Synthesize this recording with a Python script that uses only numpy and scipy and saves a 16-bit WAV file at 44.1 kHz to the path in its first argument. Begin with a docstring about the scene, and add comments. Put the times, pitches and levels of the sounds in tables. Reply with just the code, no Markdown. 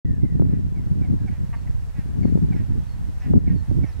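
"""A reedy lake on a windy day. From the start, gusts buffet the microphone's two ports in opposite
phase over a soft hiss of reeds and ripples, and far whistles quaver. From 0.4 s hard eddies thump
the ports. Waterbirds join with nasal, falling honks and short squeaks, later often paired squeak
then honk. One hoarse bark comes at 1.5 s; small birds chirp from then on. The banks echo the birds."""
import sys
import numpy as np
from scipy import signal
from scipy.fft import rfft, irfft
from scipy.io import wavfile
from scipy.ndimage import uniform_filter1d

SR = 44100
rng = np.random.default_rng(int(sys.argv[2]) if len(sys.argv) > 2 else 0)


def pcm_store(signal):
    """Save signal as 16-bit PCM."""
    levels = np.round(np.clip(np.atleast_2d(signal), -1, 1) * 32767)
    wavfile.write(sys.argv[1], SR, levels.astype(np.int16).T)


N = 176400
TIME = np.arange(N) / SR

# port the wind favours: (time [s], left minus right [dB])
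PORT_BALANCE = [(.4, 0), (1.75, -2.5), (2.3, 4), (2.7, -4), (3.34, 1), (3.6, -6)]


def from_db(db):
    """Decibels to gain."""
    return 10 ** (np.asarray(db) / 20)


def rms_one(x):
    """Scale to unit rms."""
    return x / np.sqrt(np.mean(x ** 2) + 1e-20)


def in_time(rows):
    """A curve's value at every sample."""
    return np.interp(TIME, *np.transpose(rows))


def at_hz(rows, hz, column=1):
    """Interpolate a spectrum column over log frequency."""
    rows = np.array(rows)
    return np.interp(np.log(hz), np.log(rows[:, 0]), rows[:, column])


def panned(db):
    """Left and right gains for a level difference."""
    return from_db(np.array([[.5], [-.5]]) * db)


def drift(corner_hz):
    """Low-passed random wander, unit rms."""
    hop = 40
    pole = np.exp(-2 * np.pi * corner_hz * hop / SR)
    white = rng.standard_normal(N // hop + 2002)
    slow = signal.lfilter([1], [1, -2 * pole, pole * pole], white)[2000:]
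    return np.interp(np.arange(N) / hop, np.arange(len(slow)), rms_one(slow))


def noise_bands(lowest_hz, count):
    """Yield half-octave bands: centre [Hz], two independent unit noises."""
    white = rng.standard_normal((2, 2, N + SR // 2))
    for k in range(count):
        low_hz = lowest_hz * 2 ** (k / 2)
        high_hz = min(low_hz * np.sqrt(2), SR / 2 - 1000)
        sos = signal.butter(3, [low_hz, high_hz], "band", fs=SR, output="sos")
        yield low_hz * 2 ** .25, rms_one(signal.sosfilt(sos, white[k % 2])[:, -N:])


def swell(u, attack, release):
    """Smooth envelope over u = 0..1; attack and release are shares of the note."""
    rise = np.sin(np.pi / 2 * np.clip(u / attack, 0, 1))
    return rise * np.sin(np.pi / 2 * np.clip((1 - u) / release, 0, 1))


def add(out, start_s, note):
    """Mix a note in at its time."""
    i = max(int(start_s * SR), 0)
    out[i:i + len(note)] += note[:max(N - i, 0)]


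def tone(pitch_hz, db):
    """Pure whistled note on a pitch track."""
    envelope = swell(np.linspace(0, 1, len(pitch_hz)), attack=0.19, release=0.59)
    return from_db(db) * np.sqrt(2) * envelope * np.sin(2 * np.pi * np.cumsum(pitch_hz) / SR)


def wind():
    """Eddies push on one port and pull on the other; stronger gusts reach higher in pitch."""
    # wind strength at the microphone: (time [s], level [dB])
    gusts = [(0.05, -30.5), (0.07, -32.5), (0.21, -37), (0.25, -25.5), (0.28, -39), (0.41, -26),
             (0.72, -40), (1.03, -34), (1.06, -37.5), (1.13, -24), (1.19, -46.5), (1.24, -29.5),
             (1.28, -49.5), (1.3, -29.5), (1.37, -52.5), (1.42, -32.5), (1.46, -44), (1.73, -42),
             (1.95, -54.5), (1.99, -33.5), (2.01, -45.5), (2.27, -28), (2.49, -34), (2.55, -27.5),
             (2.66, -43), (2.76, -35), (2.93, -51), (3.07, -40.5), (3.22, -55.5), (3.28, -26), (3.37, -22),
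             (3.4, -36.5), (3.56, -31.5), (3.67, -55.5), (3.7, -32), (3.83, -31), (3.94, -62.5),
             (4.0, -31.5)]
    # buffeting at usual strength: (frequency [Hz], half-octave level [dB], gust slope [dB/dB])
    buffet = [(20.2, -45.5, -0.46), (39.3, -34.5, 0.5), (70, -26, 0.26), (152.3, -26.5, 1.0),
              (282, -35.5, 1.5942), (378, -47.5, 1.04), (684, -64, 1.04)]
    usual_db, eddy_db, flutter_db, in_phase_db = -32.5, 3.5, 2.08, -9.5
    force_db = in_time(gusts) - usual_db + eddy_db * np.clip(drift(corner_hz=46), -2, 2)
    out = 0
    for hz, pair in noise_bands(18, count=11):
        power = uniform_filter1d(pair ** 2, size=int(SR * max(.06, 6 / hz)))
        opposed, common = pair / np.sqrt(power + 1e-9)
        band_db = at_hz(buffet, hz) + at_hz(buffet, hz, column=2) * force_db + flutter_db * drift(15.4)
        out = out + from_db(band_db) * (opposed * [[1], [-1]] + from_db(in_phase_db) * common)
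    return out * panned(in_time(PORT_BALANCE))


def reeds():
    """A wide, smooth hiss of reeds and ripples that grows slowly;
    the recorder's limiter briefly ducks it at the loudest gust (3.3 s)."""
    # hiss spectrum: (frequency [Hz], half-octave level [dB])
    spectrum = [(200, -63), (500, -65), (800, -61), (1250, -66.5), (1800, -64.5), (2800, -70.5),
                (4500, -71), (8000, -71), (12000, -73), (16000, -76)]
    # slow rise, with the limiter's duck drawn in: (time [s], gain [dB])
    gain_curve = [(.05, -2), (.7, 0), (1.4, 2.16), (3.31, 3), (3.35, -1.5), (3.7, 3)]
    # stereo likeness: (frequency [Hz], left-right correlation [-1..1])
    likeness = [(800, -0.13), (5000, 0.098), (12000, -0.09)]
    flutter_db = 0.5
    out = 0
    for hz, (mid, side) in noise_bands(180, count=13):
        alike = at_hz(likeness, hz)
        band = np.sqrt((1 + alike) / 2) * mid + np.sqrt((1 - alike) / 2) * side * [[1], [-1]]
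        out = out + from_db(at_hz(spectrum, hz) + flutter_db * drift(14)) * band
    return out * from_db(in_time(gain_curve)) * panned(db=-0.9)


def whistles():
    """Far, hoarse whistles quaver and droop."""
    # whistles: (time [s], length [s], pitch [Hz], level [dB])
    notes = [(0.018, 0.2, 1940, -62.5), (0.199, 0.21, 2087, -65), (1.175, 0.16, 1695, -66),
             (3.36, 0.51, 1890, -71)]
    quaver_hz, quaver_depth, fall, roughness = 58, 0.028, 0.2, .022
    out, waver = np.zeros(N), drift(430)
    for start_s, length_s, hz, db in notes:
        u = np.linspace(0, 1, int(length_s * SR))
        quaver = np.sin(2 * np.pi * quaver_hz * length_s * u)
        jitter = roughness * np.roll(waver, -int(start_s * SR))[:len(u)]
        pitch_hz = hz * (1 - fall * u ** 1.8 + quaver_depth * quaver + jitter)
        add(out, start_s, tone(pitch_hz, db) * (1 + 0.13 * quaver))
    return out


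def thumps():
    """A hard eddy pushes on one port and pulls on the other just after; bigger eddies sound lower."""
    # hard eddies: (time [s], upper band edge [Hz], peak [dB])
    eddies = [(0.397, 330, -9.5), (.421, 390, -10), (1.127, 300, -19), (1.696, 115, -11),
              (1.745, 106, -10.5), (1.983, 262, -22), (2.254, 318, -6.5), (2.355, 408, -17),
              (2.375, 385, -14.5), (2.506, 217, -29), (3.337, 382, -7), (3.36, 300, -15), (3.712, 350, -17),
              (3.842, 310, -15.5)]
    width_octaves, port_lag_s = 1.8, .0003
    kicks = np.zeros(N)
    for start_s, hz, db in eddies:
        sos = signal.butter(3, [hz / 2 ** width_octaves, hz], "band", fs=SR, output="sos")
        pulse = signal.sosfilt(sos, signal.unit_impulse(SR // 10))
        add(kicks, start_s, from_db(db) * rng.choice([-1, 1]) * pulse / np.abs(pulse).max())
    return np.array([kicks, -np.roll(kicks, int(port_lag_s * SR))]) * panned(in_time(PORT_BALANCE))


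def calls(notes, throat, fall, bend, jitter, rasp, attack, release):
    """A buzzing voice sags in pitch behind fixed throat resonances; rasp is noise puffed each cycle."""
    out, waver, air = np.zeros(N), drift(140), rng.standard_normal(N)
    for start_s, length_s, hz, db in notes:
        u = np.linspace(0, 1, int(length_s * SR))
        span = int(start_s * SR) + np.arange(len(u))
        pitch_hz = hz * (1 - fall * u ** bend) * (1 + jitter * waver.take(span, mode="wrap"))
        phase = 2 * np.pi * np.cumsum(pitch_hz) / SR
        harmonics = range(1, int(throat[-1][0] / hz) + 1)
        buzz = sum(from_db(at_hz(throat, k * pitch_hz)) * np.cos(k * phase) for k in harmonics)
        puff_spectrum = rfft(air.take(span, mode="wrap") * (1 + np.cos(phase)))
        bin_hz = 1 + np.arange(len(puff_spectrum)) * SR / len(u)
        breath = irfft(puff_spectrum * from_db(at_hz(throat, bin_hz)), len(u))
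        voice = rms_one(rms_one(buzz) + rasp * rms_one(breath))
        add(out, start_s, from_db(db) * swell(u, attack, release) * voice)
    return out


def honks():
    """Nasal, falling waterbird honks with little rasp."""
    # honks: (time [s], length [s], pitch [Hz], level [dB])
    notes = [(.487, 0.12, 259.3, -61.5), (1.305, .085, 285.6, -59), (1.95, 0.088, 286, -56),
             (2.272, 0.042, 272, -59), (2.548, 0.088, 286.6, -55), (3.205, 0.096, 256.8, -52.5),
             (3.482, 0.069, 278.4, -56), (3.848, 0.094, 268.6, -56)]
    # throat response: (frequency [Hz], gain [dB])
    throat = [(250, -22), (750, -1.5), (1150, -12.5), (1500, -3.5), (1850, 3.5), (2200, -2.5), (2700, -5.5),
              (3200, -18.5), (6000, -23)]
    return calls(notes, throat, fall=.115, bend=1.13, jitter=0.012, rasp=.22, attack=0.21, release=.6)


def squeaks():
    """Short, high waterbird calls that drop toward the end."""
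    # squeaks: (time [s], length [s], pitch [Hz], level [dB])
    notes = [(.748, 0.057, 774, -58), (1.01, 0.064, 782, -54), (1.273, 0.024, 784, -46.5),
             (1.672, 0.0097, 686, -50), (2.225, 0.023, 770, -50), (2.516, .032, 793, -46.5),
             (3.468, 0.023, 763, -48), (3.829, 0.028, 756, -47)]
    # throat response: (frequency [Hz], gain [dB])
    throat = [(400, -8), (760, 7), (1150, -24), (1550, 2), (2050, 10), (2350, 7), (3000, -17.5),
              (4500, -14), (7000, -46)]
    return calls(notes, throat, fall=.155, bend=2, jitter=.008, rasp=.42, attack=0.52, release=0.53)


def bark():
    """One nearer, hoarse bark, almost as much breath as buzz."""
    # bark: (time [s], length [s], pitch [Hz], level [dB])
    notes = [(1.527, 0.031, 242.1, -42.5)]
    # throat response: (frequency [Hz], gain [dB])
    throat = [(250, -22), (700, 14.5), (1180, 15.5), (1400, -1), (1650, 10.5), (1950, 16), (2400, 7),
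              (2850, 3.5), (3300, -29), (6000, -40)]
    return calls(notes, throat, fall=0.097, bend=1, jitter=0.023, rasp=0.91, attack=0.34, release=0.49)


def small_birds():
    """Chirps fall or rise, steep at the high end, flat at the low; their loudness flickers."""
    # chirps: (time [s], length [s], first pitch [Hz], last pitch [Hz], level [dB])
    chirps = [(1.552, 0.09, 4620, 4260, -70), (2.209, 0.12, 4670, 4260, -70.5),
              (2.534, 0.056, 6000, 5150, -70), (2.767, 0.12, 2850, 4430, -70.5),
              (2.87, 0.1, 4570, 4250, -66.5), (3.195, 0.05, 6700, 5100, -67),
              (3.546, 0.084, 4620, 4200, -66.5), (3.863, 0.059, 6470, 5100, -66.5),
              (3.923, 0.021, 4950, 3900, -61)]
    flicker_db = 3
    out, waver = np.zeros(N), drift(390)
    for start_s, length_s, first_hz, last_hz, db in chirps:
        u = np.linspace(0, 1, int(length_s * SR))
        height = (u if last_hz > first_hz else 1 - u) ** 2
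        pitch_hz = min(first_hz, last_hz) + abs(first_hz - last_hz) * height
        jitter = 0.015 * np.roll(waver, -int(start_s * SR))[:len(u)]
        add(out, start_s, tone(pitch_hz * (1 + jitter), db))
    return out * from_db(flicker_db * np.clip(drift(60), -2, .5))


def shore(x):
    """Scattered echoes from the banks, different on each side."""
    t60_s, cutoff_hz = 0.35, 16000
    tail = rng.standard_normal((2, SR)) * from_db(-60 * TIME[:SR] / t60_s)
    tail /= np.sqrt(np.sum(tail ** 2, axis=1, keepdims=True))
    tail = signal.sosfilt(signal.butter(1, cutoff_hz, fs=SR, output="sos"), tail)
    return signal.fftconvolve(x[None], tail, axes=1)[:, :N]


def scene():
    """Birds over the water to the right, reeds all round, wind on the microphone."""
    voices = squeaks() + honks() + bark() + small_birds()
    far = whistles()
    echoes = shore(from_db(-7) * voices + from_db(-3) * far)
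    return (voices + far + echoes) * panned(db=-5.5) + reeds() + wind() + thumps()


def record(dry):
    """Soft limit on the strongest buffets, abrupt opening, steep treble cut."""
    start_s, fade_s, cutoff_hz = .047, 0.0032, 15700
    rounded = dry / (1 + dry ** 8) ** (1 / 8)
    opened = rounded * np.clip((TIME - start_s) / fade_s, 0, 1)
    return signal.sosfilt(signal.ellip(10, .1, 80, cutoff_hz, fs=SR, output="sos"), opened)


dry = scene()
out = record(dry)
pcm_store(out)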